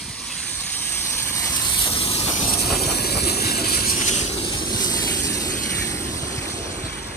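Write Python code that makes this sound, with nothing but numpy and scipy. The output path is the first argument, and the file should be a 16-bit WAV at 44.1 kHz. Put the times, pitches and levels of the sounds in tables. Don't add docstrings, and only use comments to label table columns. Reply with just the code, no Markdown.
import sys
import numpy as np
from scipy import signal
from scipy.fft import rfft, irfft
from scipy.io import wavfile
from scipy.ndimage import uniform_filter1d

SR = 44100
rng = np.random.default_rng(int(sys.argv[2]) if len(sys.argv) > 2 else 0)


def bounce(signal):
    frames = np.transpose(np.atleast_2d(signal))
    limited = np.clip(frames, -1, 1)
    pcm = np.round(limited * 32767).astype(np.int16)
    wavfile.write(sys.argv[1], SR, pcm)


N = 315932
T = np.arange(N) / SR
HZ = np.fft.rfftfreq(1024, 1 / SR)
FRAME_T = np.arange(N // 256 + 5) * 256 / SR
TRAIN_M_PER_S, SOUND_M_PER_S, TRACK_DISTANCE_M = 18, 343, 6.9

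# time in seconds, relative dB.
JET_LEVEL = [(0, -39), (0.2, -38.5), (0.32, -34), (0.7, -32.5), (0.9, -31.5), (1.7, -27), (2.2, -25),
             (3.05, -29), (4.2, -26), (4.32, -30.5), (5.15, -27.5), (5.75, -35.5), (6.1, -36),
             (7.16, -45.5)]
# time in seconds, lead of the left port in ms.
JET_LEAD = [(0.0, 0.051), (0.7, 0.081), (1.2, 0.091), (1.65, 0.14), (1.85, 0.21), (2.1, 0.22), (2.35, 0.29),
            (2.6, 0.39), (3.2, 0.4), (3.8, 0.39), (4.1, 0.3), (4.4, 0.23), (4.75, 0.15), (5.4, 0.12),
            (7.1, 0.093)]
# frequency in Hz, likeness from 0 to 1.
JET_LIKENESS = [(1500, .82), (2600, .96), (6000, .92), (8500, .85), (10300, .8), (13000, .88)]
WHEEL_LIKENESS = [(100, 0.96), (380, 1), (550, 0.4), (900, 0.54), (2000, 1)]


def steam_jet(level_db=2.0, patchy_db=1.27, streak_db=2.06, flutter_db=0.75):
    # frequency in Hz, relative level in dB.
    hiss_colour = [(700, -19), (1450, -8), (1750, -3), (2150, -1.5), (3000, .3), (4400, 2.7), (5200, .4),
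                   (6100, 2), (7300, -3.2), (8300, -1.6), (10500, -4.6), (13000, -4.2), (14500, -8.5)]
    # time in seconds, lift in dB before band weighting.
    roar_ride = [(0, 4.5), (1.6, 2.5), (2.15, -2.5), (3.65, 3.5), (4.6, -2), (5.6, 5.5), (6.5, 1),
                 (7.16, 15.5)]
    treble_ride = [(0, -2.5), (0.8, -2), (1.7, 1), (1.82, 2), (1.95, 0.3), (3, 0.3), (4.3, -1.2), (5, -0.3),
                   (6.1, -1), (7.16, -5)]
    # centre in seconds, lift in dB, half length in seconds, extra roar in dB.
    spurts = [(0.95, 2.5, 0.19, -4.5), (1.39, 2, 0.021, -2), (1.566, 4.5, 0.0059, -8),
              (1.83, 3.5, 0.055, -2), (2.495, 3, 0.016, -2.5), (2.538, 6, 0.0079, -4),
              (2.602, 3, 0.025, -3), (2.915, 4.5, 0.011, 1), (3.288, 3.5, 0.018, 5.5),
              (3.477, 1, 0.052, 4.5), (3.747, 3.5, 0.041, 1), (3.895, 5.5, 0.036, -8),
              (4.016, 1.5, 0.0076, 11), (4.086, 7, 0.013, 4.5), (4.54, 0.5, .03, 4),
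              (4.845, 4.5, 0.042, -2), (4.986, 0, 0.023, 5), (5.07, 0, 0.049, 2), (5.79, 5, 0.14, 3.5),
              (6.5, 6, 0.03, 0)]
    # centre in seconds, gain in dB, half length in seconds.
    dips = [(0.65, -1.5, .025), (1.32, -3, 0.023), (2.566, -5, 0.013), (3.633, -5.5, 0.012),
            (4.647, -3, 0.047)]
    roar_db = curve(roar_ride, FRAME_T)
    roar_db += sum(db * swell(FRAME_T, s, length) for s, _, length, db in spurts)
    roar = roar_db[:, None] * spectrum([(1500, 1.0), (3200, 0.47), (5200, 0)])
    fizz = curve(treble_ride, FRAME_T)[:, None] * spectrum([(6500, 0.028), (9500, 1.2), (13000, 4.2)])
    eddies = patchy_db * patches(size=(5, 24)) + streak_db * patches(size=(22, 4))
    jet = noise(spectrum(hiss_colour) + roar + fizz + eddies, JET_LIKENESS, jet_phase(), jet_focus())
    spurts_db = sum(db * swell(T, s, length) for s, db, length, _ in spurts)
    dips_db = sum(db * swell(T, s, length) for s, db, length in dips)
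    sputter_db = flutter_db * flutter(slow_hz=7, fast_hz=160)
    return jet * gain_of(level_db + curve(JET_LEVEL, T) + spurts_db + dips_db + sputter_db)


def jet_phase(wander_ms=0.013, centred_above_hz=10100):
    # frequency in Hz, lead of the left in radians.
    port_phase = [(1500.0, -1.0), (2200.0, -0.52), (3000.0, -0.27), (4300.0, 1.52), (5100.0, 0.73),
                  (5800.0, 2), (6500.0, 4), (7200.0, 5.5), (8000.0, 6.1), (9000.0, 7.5), (10400.0, 10),
                  (11000.0, 15.5)]
    side_phase = [(1700.0, 0.93), (2600.0, 0.38), (3500.0, 0.55), (5000.0, 0.88), (5900.0, 1),
                  (6900.0, -1.7), (8000.0, 0.052), (10000.0, -2.2)]
    wander = wander_ms * np.interp(FRAME_T, T, flutter(slow_hz=3.7, fast_hz=40))
    scatter = 0.4 * patches(size=(30, 12))
    ports = spectrum(port_phase) + sideways(FRAME_T)[:, None] * spectrum(side_phase)
    sweep = arrival_phase(np.c_[FRAME_T, curve(JET_LEAD, FRAME_T) + wander])
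    return (sweep + ports + scatter) * (HZ < centred_above_hz)


def jet_focus():
    swing_ms_per_s = abs(uniform_filter1d(np.gradient(curve(JET_LEAD, FRAME_T), FRAME_T), size=60))
    return 1 - .35 * np.minimum(swing_ms_per_s[:, None] / .25, 1)


def sideways(t):
    return (curve(JET_LEAD, t) / max(ms for _, ms in JET_LEAD)) ** 2


def gush(level_db=-28.0, start_s=3.93, end_s=4.19, lead_ms=0.345):
    # frequency in Hz, relative level in dB.
    colour = [(1200, -14), (2200, -7), (2900, 8), (3900, -12), (5000, -23), (6100, 8), (7200, -11),
              (9000, 2), (12000, -27)]
    envelope = bursts([(start_s, level_db, end_s - start_s)], rise_s=0.14, decay_s=0.055)
    return noise(spectrum(colour), JET_LIKENESS, arrival_phase([(0, lead_ms)])) * envelope


def second_steam(level_db=-36, abreast_s=6.47, patchy_db=3.3, flutter_db=-1.2):
    # frequency in Hz, relative level in dB.
    colour = [(900, -8), (1600, 1.5), (2900, 1), (4200, 3), (6000, -1.5), (8500, -6), (11000, -16),
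              (14000, -17)]
    rush = noise(spectrum(colour) + patchy_db * patches(size=(5, 24)), JET_LIKENESS, jet_phase())
    sputter_db = flutter_db * flutter(slow_hz=7, fast_hz=160)
    return rush * nearness(abreast_s) * gain_of(level_db + sputter_db)


def wheels(rails_db=-41, ring_db=3.0, flutter_db=1.0):
    # frequency in Hz, relative level in dB.
    rail_colour = [(250, -16), (500, -5.5), (700, -4), (880, -2), (1080, 2), (1350, -7), (1900, -47),
                   (2250, -3), (2600, -17.5), (4000, 2), (8000, -16)]
    wheel_colour = [(250, -3), (470, -3.5), (570, -5), (670, -3), (820, -4), (1100, -3.5), (1450, -8),
                    (2000, -17.5), (3500, -18.5), (8000, -40)]
    # time in seconds, lead of the left port in ms.
    lead = [(0, 0.022), (2.4, 0.17), (3.7, 0.25), (4.4, -0.22), (7.1, -0.25)]
    # time abreast in seconds, level in dB.
    groups = [(2.5, -29.5), (3.4, -33.5), (4.75, -36), (5.75, -42), (6.5, -37.5)]
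    colour = blend(rail_colour, wheel_colour, start_s=1.1, end_s=2.3)
    roar = noise(colour + ring_db * patches(size=(30, 2)), WHEEL_LIKENESS, arrival_phase(lead))
    rails = gain_of(rails_db) * train_gain(arrive_s=0.77, steepness=2.9, ramp_s=4.3, db_per_s=2)
    power = rails ** 2 + sum((gain_of(db) * nearness(s)) ** 2 for s, db in groups)
    roughness_db = flutter_db * flutter(slow_hz=6, fast_hz=70)
    return roar * np.sqrt(power) * gain_of(roughness_db)


def rod_clatter(level_db=-4, rattle_db=1.0):
    # start in seconds, relative level in dB, length in seconds.
    hits = [(1.447, -33.5, 0.029), (1.857, -27, 0.015), (2.273, -22.5, 0.03), (2.475, -33, 0.019),
            (2.7, -21, 0.039), (2.875, -23, 0.045), (3.152, -24.5, 0.029), (3.58, -32, 0.048),
            (4.365, -32, 0.009), (5.385, -37.5, 0.0089), (5.78, -35, 0.013), (6.06, -45, 0.011),
            (6.228, -30, 0.0075), (6.335, -37, 0.014), (6.65, -35.5, 0.023)]
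    # frequency in Hz, relative level in dB.
    colour = [(60, -24.5), (130, -7), (300, 6.5), (700, 11.5), (950, 4.5), (1350, 6), (1750, -7),
              (4000, -14), (9000, -32)]
    rattle = gain_of(rattle_db * flutter(slow_hz=60, fast_hz=250))
    envelope = gain_of(level_db) * bursts(hits, rise_s=0.0015, decay_s=0.02)
    return noise(spectrum(colour), WHEEL_LIKENESS) * rattle * envelope


def thuds(level_db=1.0, rise_s=0.0032):
    # start in seconds, relative level in dB, pitch in Hz.
    blows = [(.018, -33, 188), (0.048, -32, 89), (0.079, -31, 208), (.097, -26.5, 110), (0.564, -28, 60.4),
             (2.266, -26, 127), (2.424, -21.5, 99.4), (2.453, -21, 150), (2.715, -16, 91),
             (2.863, -17.5, 95), (3.162, -18.5, 110), (3.232, -18, 70), (3.451, -18.5, 91),
             (3.84, -27.5, 84), (4.219, -19, 81), (4.546, -21.5, 70.4), (4.746, -20, 90),
             (5.229, -25, 93.5), (5.782, -18, 85), (6.077, -30, 129), (6.153, -23, 80), (6.23, -23, 95),
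             (6.377, -19.5, 100), (6.534, -27, 120), (6.703, -33, 100), (6.837, -21.5, 101)]
    track_bed = np.zeros(N)
    for start_s, db, hz in blows:
        age = np.maximum(T - start_s, 0)
        envelope = age / rise_s * np.exp(1 - age / rise_s)
        track_bed += gain_of(level_db + db) * envelope * np.sin(2 * np.pi * hz * age)
    return track_bed


def rumble(deep_db=-32.0, far_db=-50.5, drone_db=-30.5, lead_ms=-0.22, ring_db=1.5, jolt_db=0.5):
    # frequency in Hz, relative level in dB.
    deep_colour = [(20, -32), (40, 1), (52, -4.5), (80, -2), (125, -3.5), (170, -13.5), (260, -14.5),
                   (600, -76)]
    drone_coming = [(70, -53), (150, 7.5), (200, 0), (270, 1.5), (350, -1.5), (420, -12.5), (490, -9.5),
                    (800, -20.5), (2500, -60)]
    drone_passing = [(70, -14), (150, -6.5), (205, -1.5), (250, -1.5), (305, -1), (375, 4.5), (440, -14),
                     (520, -10), (640, -20), (800, -36), (2500, -46)]
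    phase = arrival_phase([(0, lead_ms)])
    deep = noise(spectrum(deep_colour), WHEEL_LIKENESS, phase)
    shaking = gain_of(deep_db) * train_gain(arrive_s=1.4, steepness=1.53, ramp_s=2.3, db_per_s=-1.1)
    deep *= np.hypot(gain_of(far_db), shaking)
    drone_colour = blend(drone_coming, drone_passing, start_s=1.8, end_s=2.96)
    drone = noise(drone_colour + ring_db * patches(size=(16, 2)), WHEEL_LIKENESS, phase)
    drone *= gain_of(drone_db) * train_gain(arrive_s=2.13, steepness=1.37, ramp_s=5.4, db_per_s=-5.0)
    return (deep + drone) * gain_of(jolt_db * flutter(slow_hz=8.7, fast_hz=30))


def wheel_ring(level_db=-39.0, rest_hz=1650, width_hz=110, abreast_s=3.43):
    along_m = position_m(abreast_s, FRAME_T)
    receding_m_per_s = TRAIN_M_PER_S * along_m / np.hypot(along_m, TRACK_DISTANCE_M)
    doppler_hz = rest_hz / (1 + receding_m_per_s / SOUND_M_PER_S)
    detune = (HZ - doppler_hz[:, None]) / width_hz
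    ring = noise(-20 * np.log10(1 + detune ** 2), JET_LIKENESS, jet_phase())
    return ring * gain_of(level_db) * nearness(abreast_s)


def steam_echo(level_db=-39, follow=0.95, delay_s=0.034):
    # frequency in Hz, relative level in dB.
    colour = [(1000, -28), (2000, -4), (3200, 1), (4500, 16.5), (6200, 11), (8500, 4.5), (10500, 18),
              (13000, -34), (14800, -26)]
    # frequency in Hz, left-right likeness from 0 to 1.
    likeness = [(1000, .2), (12000, 0)]
    jet_db = curve(JET_LEVEL, T - delay_s)
    return noise(spectrum(colour), likeness) * gain_of(level_db + follow * (jet_db - jet_db.max()))


def sizzle(level_db=-59):
    colour = spectrum([(6000, -30), (10000, -2), (13000, 0), (14800, -7)])
    return noise(colour, likeness=[(6000, .6)]) * gain_of(level_db)


def position_m(abreast_s, t):
    return TRAIN_M_PER_S * (t - abreast_s)


def nearness(abreast_s):
    return TRACK_DISTANCE_M / np.hypot(TRACK_DISTANCE_M, position_m(abreast_s, T))


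def train_gain(arrive_s, steepness, ramp_s, db_per_s):
    filled = .5 + np.arctan(position_m(arrive_s, T) / TRACK_DISTANCE_M) / np.pi
    return filled ** (steepness / 2) * gain_of(db_per_s * np.maximum(T - ramp_s, 0))


def arrival_phase(lead):
    return 2 * np.pi * HZ * curve(lead, FRAME_T)[:, None] / 1000


def noise(colour_db, likeness, phase=0, focus=1):
    left_re, left_im, apart_re, apart_im = rng.standard_normal((4, len(FRAME_T), len(HZ)))
    left, apart = left_re + 1j * left_im, apart_re + 1j * apart_im
    same = np.clip(spectrum(likeness) * focus, 0, 1)
    right = (same * left + np.sqrt(1 - same ** 2) * apart) * np.exp(-1j * phase)
    frames = np.array([left, right]) * gain_of(colour_db)
    _, stereo = signal.istft(frames, nperseg=1024, noverlap=768, time_axis=1, freq_axis=2)
    return unit_rms(stereo[:, :N])


def flutter(slow_hz, fast_hz):
    hz = np.fft.rfftfreq(N, 1 / SR) + 1e-3
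    shape = 1 / np.sqrt(hz * (1 + (slow_hz / hz) ** 4) * (1 + (hz / fast_hz) ** 4))
    return unit_rms(irfft(rfft(rng.standard_normal(N)) * shape, N))


def patches(size):
    field = rng.standard_normal((len(FRAME_T), len(HZ)))
    return unit_rms(uniform_filter1d(uniform_filter1d(field, size[0], axis=0), size[1], axis=1))


def bursts(rows, rise_s, decay_s):
    envelope = np.zeros(N)
    for start_s, db, length_s in rows:
        attack = np.clip((T - start_s) / rise_s, 0, 1)
        release = np.exp(-np.maximum(T - start_s - length_s, 0) / decay_s)
        envelope += gain_of(db) * attack * release
    return envelope


def swell(t, centre_s, half_length_s):
    return np.exp(-((t - centre_s) / half_length_s) ** 2)


def blend(first, second, start_s, end_s):
    share = np.clip((FRAME_T[:, None] - start_s) / (end_s - start_s), 0, 1)
    return (1 - share) * spectrum(first) + share * spectrum(second)


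def spectrum(points, hz=HZ):
    point_hz, values = np.transpose(points)
    return np.interp(np.log(hz + 1), np.log(point_hz + 1), values)


def curve(points, at):
    return np.interp(at, *np.transpose(points))


def gain_of(db):
    return 10 ** (np.asarray(db) / 20)


def unit_rms(x):
    return x / np.sqrt(np.mean(x ** 2) + 1e-20)


def scene():
    steam = steam_jet() + gush() + second_steam() + sizzle() + steam_echo()
    return steam + wheels() + wheel_ring() + rumble() + rod_clatter() + thuds()


def record(dry):
    # frequency in Hz, gain in dB at full strength.
    right_lift = [(300, -.4), (900, .8), (1400, .1), (2000, .8), (6200, 1.2), (7900, 2), (8050, 11),
                  (8800, 13), (9500, 8), (10100, 1), (11000, 0)]
    side_lift = [(9000, 0), (9700, 10), (10100, 8.5), (10800, 6.5), (11150, -52), (11900, 0), (14000, -5)]
    left_lift = [(3800, 0), (5000, -1), (7000, 1), (7800, -1), (8300, 0), (9800, 6.5), (11000, -3.5)]
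    # lead of the left port in ms, strength as a factor.
    lift_by_lead = [(.07, 1.65), (.12, 1.55), (.245, 0.61), (.34, .8), (.43, 1.21)]
    low_cut_hz, high_cut_hz = 42.4, 14750
    hz, side = np.fft.rfftfreq(N, 1 / SR), sideways(T)
    lifted = rfft(dry[1]) * gain_of(spectrum(right_lift, hz))
    right_ahead = irfft(lifted, N)
    right_beside = irfft(lifted * gain_of(spectrum(side_lift, hz)), N)
    peaked = right_ahead + side * (right_beside - right_ahead)
    strength = curve(lift_by_lead, curve(JET_LEAD, T))
    right = dry[1] + strength * (peaked - dry[1])
    left_ahead = irfft(rfft(dry[0]) * gain_of(spectrum(left_lift, hz)), N)
    left = side * dry[0] + (1 - side) * left_ahead
    low_cut = signal.butter(8, low_cut_hz, "highpass", fs=SR, output="sos")
    high_cut = signal.firwin(511, high_cut_hz, window=("kaiser", 9), fs=SR)
    return signal.oaconvolve(signal.sosfilt(low_cut, [left, right]), high_cut[None], "same", axes=1)


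dry = scene()
out = record(dry)
bounce(out)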